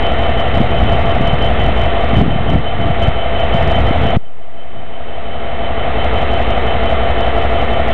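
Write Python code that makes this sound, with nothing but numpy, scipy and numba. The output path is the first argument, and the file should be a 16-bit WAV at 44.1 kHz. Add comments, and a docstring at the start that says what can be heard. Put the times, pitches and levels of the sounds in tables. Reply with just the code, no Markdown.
"""A twelve-cylinder two-stroke diesel locomotive idles in a depot, heard across the tracks.
From the start each crank turn repeats lumpy exhaust beats, one hard knock and a looped clatter, with droning
panels, wavering gear tones and a throbbing whistle over fan noise; gusts of shaped noise come and go.
Just after four seconds one hard slap of air makes the gain control duck everything, thinning the bass most.
The engine then swells back over about two seconds and idles on to the end."""
import sys
import numpy as np
from scipy import signal
from scipy.fft import rfft, irfft, next_fast_len
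from scipy.io import wavfile
from scipy.ndimage import uniform_filter1d, map_coordinates
from numba import njit

SR = 44100
rng = np.random.default_rng(int(sys.argv[2]) if len(sys.argv) > 2 else 0)


def to_wav(s):
    """Save 16-bit WAV."""
    ch = np.atleast_2d(s).T  # columns
    pcm = np.round(np.clip(ch, -1, 1) * 32767)  # PCM
    wavfile.write(sys.argv[1], SR, pcm.astype(np.int16))


N = 349713
T = np.arange(N) / SR

# Length of a crank turn and start of the reference turn, in seconds
TURN_S, FIRST_TURN_S = .174578, .1073
# Upper limit of the output band
TOP_HZ = 15800

# Wind rumble on the microphone, low and bright parts. Each row: frequency in Hz, relative level in dB.
WIND_LOW = [(20, -7), (42, 1), (85, 1), (135, -2), (250, -16), (500, -31)]
WIND_BRIGHT = [(80, -9.5), (150, -0.5), (270, -1.5), (420, -13.5), (900, -32)]
# A light breeze that slowly drops: relative level, and its fall
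BREEZE_DB, BREEZE_DROP_DB_PER_S = -22.5, 1.0
# Gusts over the breeze. Each row: start in seconds, hold in seconds, relative level in dB.
GUST_ROWS = [(.58, .9, -17), (1.66, .12, -18.5), (2.14, .42, -11.5), (2.8, .2, -13), (3.56, .6, -18),
             (4.3, .13, -12), (4.72, .12, -18.5)]
# Every gust rises and dies away alike
GUST_ATTACK_S, GUST_RELEASE_S = .06, .12
# Hardest slaps of air. Each row: centre in seconds, peak in dB re full scale ahead of the gain control,
# half-length of the push in seconds.
AIR_SLAPS = [(.575, -5, .0013), (.606, -.5, .0013), (.615, 1, .0012), (1.21, -5, .001),
             (1.336, -3.5, .0021), (2.135, -3, .0014), (2.171, -3.5, .0017), (2.263, .5, .001),
             (2.283, .5, .0016), (2.362, 1.5, .0017), (2.412, -2, .002), (2.558, 4.5, .0015),
             (2.906, -2.5, .0021), (3.085, 0, .0022), (3.549, -4.5, .0018), (3.911, -3.5, .0011),
             (4.1715, 25.5, .0017)]
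# Spectrum of the fan and intake air. Each row: frequency in Hz, relative level in dB.
FAN_SPECTRUM = [(25, -2.5), (60, 3), (120, -1), (330, -2.5), (700, -1.5), (1000, -5.5), (1300, -2),
                (1600, -9), (2080, -4), (2330, -12), (2660, -7.5), (2850, -11.5), (3700, -15.5),
                (4400, -16)]
# Free-running tones of gears and auxiliaries. Each row: pitch in Hz, level in dB before fading,
# spread of the pitch waver in Hz.
GEAR_TONES = [(472, -42.5, 3.05), (668.5, -29.5, 5.04), (893, -40.5, 3), (1170, -40, 3), (1350, -42.5, 2),
              (1804, -41.5, 1.5), (1946, -47.5, 2), (2266, -42.5, 1), (2680, -51.5, 3.9),
              (3353, -49.5, 3.3)]
# The whistle: level before drifting, slow sag, and spread of its fading in the moving air
WHISTLE_DB, WHISTLE_SAG_DB_PER_S, WHISTLE_FADE_DB = -29.2, .38, 1.0
# Hood panels droning with the crank. Each row: pitch in Hz before locking to the crank, level in dB
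# before fading, throb depth from 0 to 1, share of the turn at which it swells.
PANEL_DRONES = [(229, -35.5, 0.3, .3), (275, -41.5, 0.7, .3), (360.4, -35, .35, 0.57),
                (413.2, -39, 0.3, 0.62), (449.1, -30.5, .8, 0.59), (469.8, -37.5, 0.6, .4),
                (498.5, -36.5, 0.3, 0.69), (550, -36, 0.8, 0.0057), (605.7, -42, .6, 0.48),
                (680, -24.5, .9, 0.61), (733, -33.5, 1, 0.0085)]
# Spectrum of the mechanical rattle. Each row: frequency in Hz, relative level in dB.
CLATTER_SPECTRUM = [(90, -36), (140, -15), (225, -7), (310, -10), (400, -1), (530, 1), (630, -4), (700, -2),
                    (790, 1.5), (870, -7.5), (1300, -16.5), (1550, -18), (2100, -12.5), (3300, -31.5)]
# Exhaust beats of one crank turn. Each row: seconds into the turn, relative thump level in dB,
# relative stack ring level in dB, ring pitch in Hz.
EXHAUST_BEATS = [(.011, 0, 1.2, 687), (.0275, -5, -9.5, 690), (.039, -4, -9, 730), (.0535, -14.5, -7, 660),
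                 (.0685, -8.5, -13, 780), (.0885, -0.5, -6, 726), (.1062, -2, -7.5, 700),
                 (.116, -13.5, -5, 675), (.1295, -3, -9.5, 710), (.141, -17.5, -14.5, 692),
                 (.157, -12, -6, 705), (.165, -5, -10.5, 735)]
# Spectrum of an exhaust thump. Each row: frequency in Hz, relative level in dB.
THUMP_SPECTRUM = [(15, -28.5), (32, -6.5), (50, 3), (85, 2), (110, -12), (160, -19.5), (230, -13),
                  (320, -26), (600, -48.5)]


def undb(db):
    """Decibels to gain."""
    return 10 ** (np.asarray(db) / 20)


def level(x, db):
    """Scale to an rms level in dB."""
    return x * undb(db) / np.sqrt(np.mean(x ** 2))


def shape(x, gain):
    """Filter by a gain given as a function of frequency."""
    size = next_fast_len(N + SR // 4)
    hz = np.maximum(np.fft.rfftfreq(size, 1 / SR), 1)
    return irfft(rfft(x, size) * gain(hz), size)[:N]


def colour(x, points):
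    """Filter by (Hz, dB) points, falling away steeply beyond both ends."""
    hz, db = np.transpose(points)

    def gain(f):
        ends = np.minimum(1, np.minimum(f / hz[0], hz[-1] / f)) ** 2
        return undb(np.interp(np.log(f), np.log(hz), db)) * ends

    return shape(x, gain)


def resonant_noise(hz, width_hz):
    """Noise of unit rms in one resonance."""
    resonance = lambda f: 1 / (1 + 1j * (f / hz - hz / f) * hz / width_hz)
    return level(shape(rng.standard_normal(N), resonance), 0)


def walk(rate):
    """Smooth random wander of unit rms, with about `rate` new values a second."""
    k = int(SR / rate)
    steps = np.repeat(rng.standard_normal(N // k + 2), k)
    return level(uniform_filter1d(steps, k)[rng.integers(k):][:N], 0)


def tone(hz):
    """A sine of unit rms on a moving pitch."""
    return np.sqrt(2) * np.sin(2 * np.pi * (np.cumsum(hz) / SR + rng.random()))


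def wind_strength():
    """Strength of the wind in dB: the powers of the breeze and of gusts that rise, hold and die away."""
    power = undb(BREEZE_DB - BREEZE_DROP_DB_PER_S * T) ** 2
    for start, hold, db in GUST_ROWS:
        rise = np.maximum(start - T, 0) / GUST_ATTACK_S
        decay = np.maximum(T - start - hold, 0) / GUST_RELEASE_S
        power = power + (undb(db) * np.exp(-rise - decay)) ** 2
    return 10 * np.log10(power)


def wind(low_db=-2.5, bright_db=-20.0, bright_growth=1.7, gale_db=-10, gusty_db=3.0):
    """Eddies rumble on the microphone; the brighter part grows faster than the wind itself."""
    strength = wind_strength() + gusty_db * walk(18)
    low = level(colour(rng.standard_normal(N), WIND_LOW), low_db)
    bright = level(colour(rng.standard_normal(N), WIND_BRIGHT), bright_db)
    return low * undb(strength) + bright * undb(bright_growth * (strength - gale_db))


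def buffets():
    """Single slaps of air: a short push on the diaphragm between two lighter pulls."""
    out = np.zeros(N)
    for s, db, length in AIR_SLAPS:
        near = np.abs(T - s) < .025
        u = ((T[near] - s) / length) ** 2
        out[near] += undb(db) * (1 - u) * np.exp(-u / 2)
    return out


def fans(turns, db=-22.0, pulsing=0.086):
    """Rushing cooling and intake air, noise pulsing lightly at the firing rate."""
    firing = np.cos(2 * np.pi * len(EXHAUST_BEATS) * turns)
    air = colour(rng.standard_normal(N), FAN_SPECTRUM)
    return level(air * (1 + pulsing * firing), db)


def gears(fade_db=2.5):
    """Thin tones that waver in pitch and fade in the moving air."""
    out = np.zeros(N)
    for hz, db, waver in GEAR_TONES:
        out += undb(db + fade_db * walk(4)) * tone(hz + waver * walk(12))
    return out


def whistle(turns, hz=3056, width_hz=36, airy_db=-1.0, throb_db=3.5, throb_turn=.75):
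    """The turbocharger's whistle, a wavering tone with resonant air, swells once a turn."""
    throb = np.cos(2 * np.pi * (turns - throb_turn + 0.031 * walk(2)))
    voice = tone(hz + 9 * walk(45)) + undb(airy_db) * resonant_noise(hz, width_hz)
    drift_db = WHISTLE_FADE_DB * walk(3) - WHISTLE_SAG_DB_PER_S * T
    return level(voice * undb(throb_db * throb), WHISTLE_DB) * undb(drift_db)


def hood(turns, fade_db=1.75):
    """Panels hum on whole multiples of the crank rate, each swelling at its own moment of the turn."""
    out = np.zeros(N)
    for hz, db, depth, swell in PANEL_DRONES:
        throb = 1 + depth * np.cos(2 * np.pi * (turns - swell))
        locked_hz = np.full(N, np.round(hz * TURN_S) / TURN_S)
        out += level(throb * tone(locked_hz), db) * undb(fade_db * walk(3))
    return out


def clatter(turns, db=-23, slip_s=.00004):
    """Valve gear and injectors make one dense rattle, repeated on every turn with a little slip."""
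    size = int(TURN_S * SR)
    # a flat spectrum of random phases spreads the rattle over the whole turn
    one_turn = irfft(np.exp(2j * np.pi * rng.random(size // 2 + 1)), size)
    place = (turns + slip_s / TURN_S * walk(5)) % 1 * size
    rattle = map_coordinates(one_turn, [place], order=1, mode="grid-wrap")
    return level(colour(rattle, CLATTER_SPECTRUM), db)


def exhaust(thump_db=-18.5, ring_db=-22.0, ring_s=0.0035, ring_lag_s=0.00139, scatter_db=0.36):
    """Each cylinder sends out a low thump and a short ring of the stack; one of them knocks hard."""
    turn_starts = FIRST_TURN_S + TURN_S * np.arange(-1, N / SR / TURN_S)
    t = np.arange(-(SR // 80), SR // 80 + 1) / SR - ring_lag_s
    thumps, rings = np.zeros(N), np.zeros(N)
    for offset, thump, ring, hz in EXHAUST_BEATS:
        at = np.round((turn_starts + offset) * SR).astype(int)
        size = undb(scatter_db * rng.standard_normal(len(at)))
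        inside = (at >= 0) & (at < N)
        beats = np.bincount(at[inside], size[inside], N)
        burst = np.exp(-(t / ring_s) ** 2) * np.cos(2 * np.pi * hz * t)
        thumps += undb(thump) * beats
        rings += undb(ring) * signal.oaconvolve(beats, burst, "same")
    return level(colour(thumps, THUMP_SPECTRUM), thump_db) + level(rings, ring_db)


def scene():
    """The wind and the locomotive at one microphone."""
    turns = (T - FIRST_TURN_S) / TURN_S
    engine = fans(turns) + gears() + whistle(turns) + hood(turns) + clatter(turns) + exhaust()
    return (wind() + buffets() + engine)[None]


@njit
def gain_control(x, ceiling, hold_s, recover_db_per_s, recover_share_per_s):
    """Gain in time: a peak over the ceiling cuts it at once; it holds, then creeps back, faster from a deep cut."""
    gain, cut_db, wait = np.empty(len(x)), 0., 0.
    for i in range(len(x)):
        over_db = 20 * np.log10(abs(x[i]) / ceiling + 1e-9)
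        if over_db > cut_db:
            cut_db, wait = over_db, hold_s
        gain[i] = 10 ** (-cut_db / 20)
        wait -= 1 / SR
        if wait < 0:
            cut_db = max(0., cut_db - (recover_db_per_s + recover_share_per_s * cut_db) / SR)
    return gain


def record(dry, band_hz=3880, ceiling=1.137, hold_s=0.14, recover_db_per_s=9.0, recover_share_per_s=0.46,
           bass_hz=150, bass_duck=0.41, bias=-0.24, rail=0.86, knee=24, kink=0.643, kink_share=0.5):
    """A small microphone input: narrow band, gain control, and an off-centre stage that crackles on the troughs."""
    narrow = shape(dry[0], lambda f: 1 / np.sqrt(1 + (f / band_hz) ** 44))
    gain = gain_control(narrow, float(ceiling), float(hold_s), float(recover_db_per_s),
                        float(recover_share_per_s))
    # the bass ducks further than the rest, so a deep cut also thins the sound
    bass = shape(narrow, lambda f: 1 / (1 + (f / bass_hz) ** 2))
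    ducked = gain * (narrow - bass * (1 - gain ** bass_duck))
    biased = ducked + bias
    # deep troughs meet a kink before the rail, which makes a fine crackle
    kinked = biased + kink_share * np.maximum(0, -kink - biased)
    clipped = kinked / (1 + np.abs(kinked / rail) ** knee) ** (1 / knee)
    lowpass = signal.ellip(8, .1, 60, TOP_HZ, fs=SR, output="sos")
    return signal.sosfiltfilt(lowpass, clipped)[None]


dry = scene()
out = record(dry)
to_wav(out)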